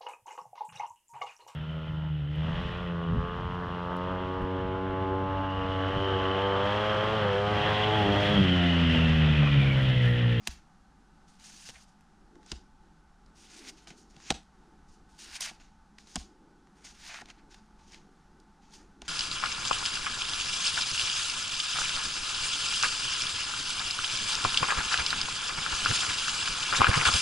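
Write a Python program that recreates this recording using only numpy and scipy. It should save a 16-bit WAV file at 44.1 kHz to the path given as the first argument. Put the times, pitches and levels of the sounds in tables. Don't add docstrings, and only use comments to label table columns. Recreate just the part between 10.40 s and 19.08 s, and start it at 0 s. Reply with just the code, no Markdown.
import sys
import numpy as np
from scipy import signal
from scipy.fft import rfft, irfft
from scipy.io import wavfile
from scipy.ndimage import uniform_filter1d

SR = 44100
rng = np.random.default_rng(int(sys.argv[2]) if len(sys.argv) > 2 else 0)


def materialize(psi):
    bounded = np.clip(np.atleast_2d(psi).T, -1, 1)
    quanta = np.round(bounded * 32767).astype(np.int16)
    wavfile.write(sys.argv[1], SR, quanta)


def linear_from_db(decibels):
    return 10 ** (np.asarray(decibels, float) / 20)


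N = 382788

# (frequency [Hz], level [dB per Hz])
FAN_AIR = [(41, -35), (70, -10), (98, -11), (123, -10.5), (161, 1), (206, -1.5), (288, -7), (345, -15.5),
           (661, -17), (866, -5.5), (969, -12), (1330, -10), (2270, -23.5), (5970, -25.5), (15000, -40.5)]
# (frequency [Hz], width [Hz], lift over the air noise [dB])
FAN_CASE = [(170, 45, 2), (208.9, 12, 6), (782, 69, 6), (876, 51, -5), (1500, 24, 3)]
# (frequency [Hz], width [Hz], level [dB])
CASE_TONES = [(875, 50, -76), (1500, 34, -83.5)]
# (frequency [Hz], gain [dB])
CAPSULE = [(20, 2.5), (6900, 1.5), (7600, -2), (9000, -0.5), (10000, -7.5), (11000, -16), (14500, -22),
           (16000, -36.5)]
# (time [s], sleeve rustle [dB])
ARM_MOVES = [(0.0, -70), (0.39, -78.5), (0.72, -74.5), (1.5, -78.5), (2.05, -69), (2.83, -77.5),
             (3.29, -59.5), (4.11, -73), (4.83, -69.5), (5.51, -77), (5.92, -63.5), (6.36, -71),
             (7.23, -72.5), (7.71, -68.5), (8.0, -74.5), (8.68, -67)]
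# (slap time [s], skim level [dB], skim rise [s], settling level [dB], bend [dB])
LANDINGS = [
    (0.074, -62.5, 0.081, -55, 2),
    (2.115, -58.5, 0.079, -62.5, -1.5),
    (3.904, -51, 0.13, -58, 0.5),
    (5.757, -59, 0.13, -52, -5.5),
]
# (start [s], length [s], first level [dB], last level [dB], bend [dB])
DRAWS = [(0.883, 0.094, -67.5, -73.5, -1.5), (0.997, 0.059, -63.5, -60, 0), (1.042, 0.2, -57.5, -57, -2),
         (1.256, 0.047, -53, -55.5, -0.5), (1.302, 0.14, -65.5, -64, -5), (2.958, 0.099, -68, -60, -1),
         (3.052, .14, -67, -54.5, 0), (3.187, 0.11, -66.5, -50, 2.5), (4.692, 0.13, -75.5, -69, -2.5),
         (5.675, 0.043, -66, -64, -3), (4.792, 0.057, -53.5, -52.5, -1), (4.86, 0.056, -55, -54.5, 2),
         (4.918, 0.049, -54, -43.5, 1.5), (5.019, 0.04, -39, -40.5, -2), (5.057, 0.043, -49, -52.5, 5),
         (6.356, .085, -74.5, -71, 1), (6.45, .11, -51, -72.5, 0.5), (6.547, 0.14, -69, -50.5, 2.5),
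         (6.7, .055, -52.5, -60.5, 7), (6.744, 0.072, -53.5, -59.5, 7)]
# (peak time [s], level [dB], rise [s], fall [s], bend [dB])
BRUSHES = [(1.487, -70.5, 0.022, 0.067, -12), (3.378, -63, 0.029, 0.12, 0), (1.361, -68, .03, 0.039, 12),
           (4.985, -72.5, .03, 0.066, 18.5), (4.487, -71, .01, .1, -6.5), (3.445, -67, .06, 0.018, -7),
           (3.479, -55, 0.0056, 0.074, -2.5), (3.515, -63.5, 0.072, 0.033, 6.5),
           (3.585, -60, 0.042, 0.08, -11), (3.701, -71.5, 0.018, 0.2, -9.5), (4.538, -68, .08, .08, -8),
           (5.15, -69, 0.027, 0.082, 2), (5.204, -62.5, 0.011, 0.11, 3), (5.587, -64, .008, 0.12, -3),
           (6.908, -62.5, 0.075, 0.031, 6), (6.988, -74.5, 0.033, 0.049, 9), (7.112, -63, 0.017, 0.13, 0.5),
           (7.392, -71, .012, 0.099, 4), (7.492, -65.5, 0.092, 0.11, -4), (7.537, -60, 0.056, 0.084, 3),
           (8.222, -74, 0.0085, 0.37, 2.5), (8.34, -55, 0.042, 0.1, -4.5), (8.41, -78.5, 0.061, .1, 10),
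           (8.661, -60, 0.043, 0.054, 5)]
# (low edge [Hz], high edge [Hz], level [dB], gain per dB of bend [dB])
CARD_RANGES = [(4420, 7170, -0.16, 0), (2510, 4500, -3, 0.58), (7400, 15500, -4.5, -.3),
               (1400, 2640, -6, 1.44), (646, 1320, -14.5, 1.53)]
# (time [s], peak level [dB], centre [Hz], rise and fall [ms], knock of the pile [dB])
SLAPS = [(0.0729, -9, 2870, 1.16, -36.5), (0.0776, -29, 6500, 2.6, -59), (1.289, -30, 5250, 0.52, -41.5),
         (1.3004, -38, 2980, 1.5, -50), (2.116, -24, 4170, 1.8, -32), (2.1217, -34, 2880, 0.82, -38),
         (3.903, -8.5, 2900, 1.84, -18.5), (3.9116, -23, 4390, 0.78, -27), (3.9221, -29, 3780, 1.3, -41),
         (5.005, -16, 5270, 3.3, -51), (5.7568, -14.5, 6360, 0.92, -30), (5.7612, -25, 3250, 1.65, -33.5),
         (8.618, -33, 2700, 1.25, -40), (3.9077, -21, 5380, 0.9, -42)]
# (time [s], peak level [dB], centre [Hz], knock of the pile [dB])
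TICKS = [(0.997, -50, 4260, -71), (1.6077, -49, 2030, -96), (1.954, -51, 1500, -53),
         (2.0294, -49, 1500, -59), (2.0614, -44.5, 5100, -54), (2.097, -49, 4270, -67),
         (2.8608, -54, 4800, -58), (3.472, -38, 1970, -46.5), (3.5038, -38, 2250, -46),
         (3.7641, -44.5, 4020, -49), (3.8006, -48, 1510, -71), (3.863, -47, 3160, -58),
         (4.789, -52, 5800, -74), (5.1094, -47, 3310, -44), (5.199, -52, 2680, -70),
         (5.5837, -40, 1970, -62), (5.6707, -48, 5400, -55.5), (6.27, -53, 1500, -62),
         (6.4236, -53, 1500, -74), (6.4476, -46, 6700, -61), (6.8157, -40.5, 5440, -40),
         (6.8564, -41.5, 3750, -65), (6.886, -44, 2240, -53), (6.9006, -38, 2960, -54),
         (7.143, -40, 2540, -67), (7.391, -59, 1840, -68), (7.5194, -45, 5970, -64),
         (7.5436, -37.5, 2750, -60), (7.9995, -50, 5540, -84), (4.031, -55, 7530, -81)]
# (frequency [Hz], level [dB], decay time t60 [s])
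PILE_MODES = [(182.4, 3.5, 0.03), (229.4, -10, 0.076), (329.6, -7, .03), (444, -5.5, 0.01),
              (748, 1.5, 0.013), (960, -10, 0.0062), (1430, -9.5, 0.013)]
# (time [s], level [dB])
THUMPS = [
    (0.091, -34),
    (2.13, -33.5),
    (3.917, -33.5),
    (5.777, -33.5),
    (8.63, -47),
]
# (frequency [Hz], level [dB], decay time t60 [s])
DESK_MODES = [(38, -13.5, 0.37), (62, -5, 0.21)]


def unit(x):
    return x / np.sqrt(np.mean(x ** 2))


def band(x, lo_hz, hi_hz, order=2):
    sos = signal.butter(order, [lo_hz, min(hi_hz, 0.45 * SR)], "band", fs=SR, output="sos")
    return signal.sosfilt(sos, x)


def ring(x, modes):
    out = 0
    for hz, db, t60 in modes:
        pole = np.exp(2j * np.pi * hz / SR - np.log(1000) / (t60 * SR))
        out = out + linear_from_db(db) * signal.lfilter([0, pole.imag], [1, -2 * pole.real, abs(pole) ** 2], x)
    return out


def walk(rate_hz):
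    hold = int(SR / rate_hz)
    levels = np.repeat(rng.standard_normal(N // hold + 1), hold)
    return 0.78 * uniform_filter1d(uniform_filter1d(levels, hold), hold)[:N]


def curve_db(points):
    hz, db = np.transpose(points)
    bins_hz = np.fft.rfftfreq(N, 1 / SR)
    return np.interp(np.log(np.maximum(bins_hz, 1)), np.log(hz), db)


def fan():
    hz = np.fft.rfftfreq(N, 1 / SR)
    air_db = curve_db(FAN_AIR) - curve_db(CAPSULE).clip(-11, 9)
    for centre, width, lift_db in FAN_CASE:
        air_db = air_db + lift_db * np.exp(-0.5 * ((hz - centre) / width) ** 2)
    passed = (hz > 60) * (hz < 12800)
    air = unit(irfft(rfft(rng.standard_normal(N)) * linear_from_db(air_db) * passed, N))
    tones = 0
    for centre, width, db in CASE_TONES:
        tone = unit(band(rng.standard_normal(N), centre - width / 2, centre + width / 2))
        tones = tones + tone * linear_from_db(db + 5 * walk(9))
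    return tones + air * linear_from_db(-65 + 0.7 * walk(1.5) + 0.7 * walk(12))


def arms():
    s, db = np.transpose(ARM_MOVES)
    rustle_db = np.interp(np.arange(N) / SR, s, db)
    rumble = unit(band(rng.standard_normal(N), 6, 58, order=3)) * linear_from_db(-66 + 1.8 * walk(7) + 2.1 * walk(1.4))
    rustle = unit(band(rng.standard_normal(N), 250, 394)) * linear_from_db(rustle_db + 5.2 * walk(14))
    return rumble + rustle


def slips(scatter_db, catch_db):
    return linear_from_db(scatter_db * rng.exponential(size=N) + catch_db * (walk(60) + walk(250)))


CONTROL_STEP = 16


def contact(start_s, end_s, first_db, last_db, rise_db_per_s, fall_db_per_s):
    t = np.arange(0, N, CONTROL_STEP) / SR
    held_db = np.interp(t, [start_s, end_s + 1e-6], [first_db, last_db])
    swell_db = rise_db_per_s * (start_s - t).clip(0)
    fade_db = fall_db_per_s * (t - end_s).clip(0)
    return linear_from_db(2 * (held_db - swell_db - fade_db))


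def card_touches():
    draw_gloss_db, brush_gloss_db, landing_gloss_db = 5.5, 1, -1
    skim_end_s, settle_after_s, settle_rise_s, settle_fall_s = 0.012, 0.029, 0.0522, 0.089
    brushes = [(*row, brush_gloss_db) for row in BRUSHES]
    for s, skim_db, rise, settle_db, bend in LANDINGS:
        brushes.append((s - skim_end_s / 2, skim_db, rise, skim_end_s, bend, landing_gloss_db))
        brushes.append((s + settle_after_s, settle_db, settle_rise_s, settle_fall_s, bend, landing_gloss_db))
    touches = []
    for s, length, first, last, bend in DRAWS:
        touches.append((contact(s, s + length, first, last, 1400, 1000), bend, draw_gloss_db))
    for s, db, rise, fall, bend, gloss in brushes:
        touches.append((contact(s, s, db, db, 20 / rise, 20 / fall), bend, gloss))
    return [np.array(column) for column in zip(*touches)]


def slides():
    power, bend_db, gloss_db = card_touches()
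    jolts = slips(2.3, 1.6)
    out = 0
    for lo, hi, db, db_per_bend in CARD_RANGES:
        if lo < 2400:
            jolts = jolts * linear_from_db(2.5 * walk(140))
        edges = np.geomspace(lo, hi, 3)
        modes = 0
        for a, b in zip(edges, edges[1:]):
            modes = modes + band(jolts * rng.standard_normal(N), a, b) * linear_from_db(2.2 * walk(25))
        is_surface_hiss = lo > 7300
        touch_db = db + db_per_bend * bend_db + gloss_db * is_surface_hiss
        gain = np.sqrt(linear_from_db(2 * touch_db) @ power)
        out = out + unit(modes) * np.repeat(gain, CONTROL_STEP)[:N]
    return out


def edge_events():
    dull_per_knock_db, tick_ms = 0.86, 1.5
    events = []
    for s, db, hz, ms, knock_db in SLAPS:
        events.append((s, db, hz, ms, knock_db, -26 + dull_per_knock_db * (db - knock_db)))
    for s, db, hz, knock_db in TICKS:
        events.append((s, db, hz, tick_ms, knock_db, -35 + dull_per_knock_db * (db - knock_db)))
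    return events


def snaps():
    cracks, blows = np.zeros(N + 2048), np.zeros(N + 2048)
    t = np.arange(1024) / SR - 0.005
    for s, db, hz, ms, knock_db, bright_db in edge_events():
        hiss, fizz, push = rng.standard_normal((3, 1024))
        i = int((s + t[0]) * SR)
        late = t / max(ms, 0.3) * 1000 - 1.3
        top = np.exp(-1.3 * np.abs(late) ** 1.7)
        flutter = 0.27 * np.exp(np.where(late < 0, late / 1.8, -late / 4.4))
        tone = unit(band(hiss, hz / 1.25, hz * 1.16, order=1)) + 0.8 * unit(band(hiss, 720, 7220))
        bright = linear_from_db(bright_db + 7.5) * unit(band(fizz, 10000, 15000))
        burst = (top + flutter) * (tone + bright)
        cracks[i:i + 1024] += linear_from_db(db - 1.0) * burst / np.abs(burst).max()
        soft = np.clip(t, 0, 1) / 0.004
        blows[i:i + 1024] += linear_from_db(knock_db - 19.5) * (push + 0.26) * soft * np.exp(-soft)
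    cracks = cracks + 0.14 * np.roll(cracks, int(0.001 * SR))
    return cracks[:N] + ring(band(blows[:N], 190, 1500), PILE_MODES)


def room(x):
    near_db, near_t60_s = -23, 0.055
    wall_db, wall_s, wall_t60_s = -19.5, 0.032, 0.2
    t = np.arange(SR // 2) / SR
    early = linear_from_db(near_db - 60 * t / near_t60_s) * np.clip(t / 0.023, 0, 1)
    late = linear_from_db(wall_db - 60 * (t - wall_s) / wall_t60_s) * np.clip((t - wall_s) / 0.00459, 0, 1)
    echoes = (early + late) * rng.standard_normal(len(t)) / np.sqrt(SR / 100)
    return signal.fftconvolve(x, echoes)[:N]


def desk_thumps():
    blows = np.zeros(N)
    for s, db in THUMPS:
        blows[int(s * SR)] = linear_from_db(db)
    return ring(blows, DESK_MODES) / (2 * np.pi * 50 / SR) * 0.0068


def scene():
    cards = snaps() + slides()
    mono = cards + room(cards) + desk_thumps() + arms() + fan()
    return np.array([mono, mono])


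def low_pass(x):
    return signal.sosfilt(signal.butter(12, 15990, fs=SR, output="sos"), x)


def record(dry):
    heard = irfft(rfft(dry) * linear_from_db(curve_db(CAPSULE)), N)
    hiss = linear_from_db(-99) * unit(band(rng.standard_normal(N), 10626, 14000, order=4))
    return low_pass(heard + hiss * np.array([[1], [-1]]))


dry = scene()
out = record(dry)
materialize(out)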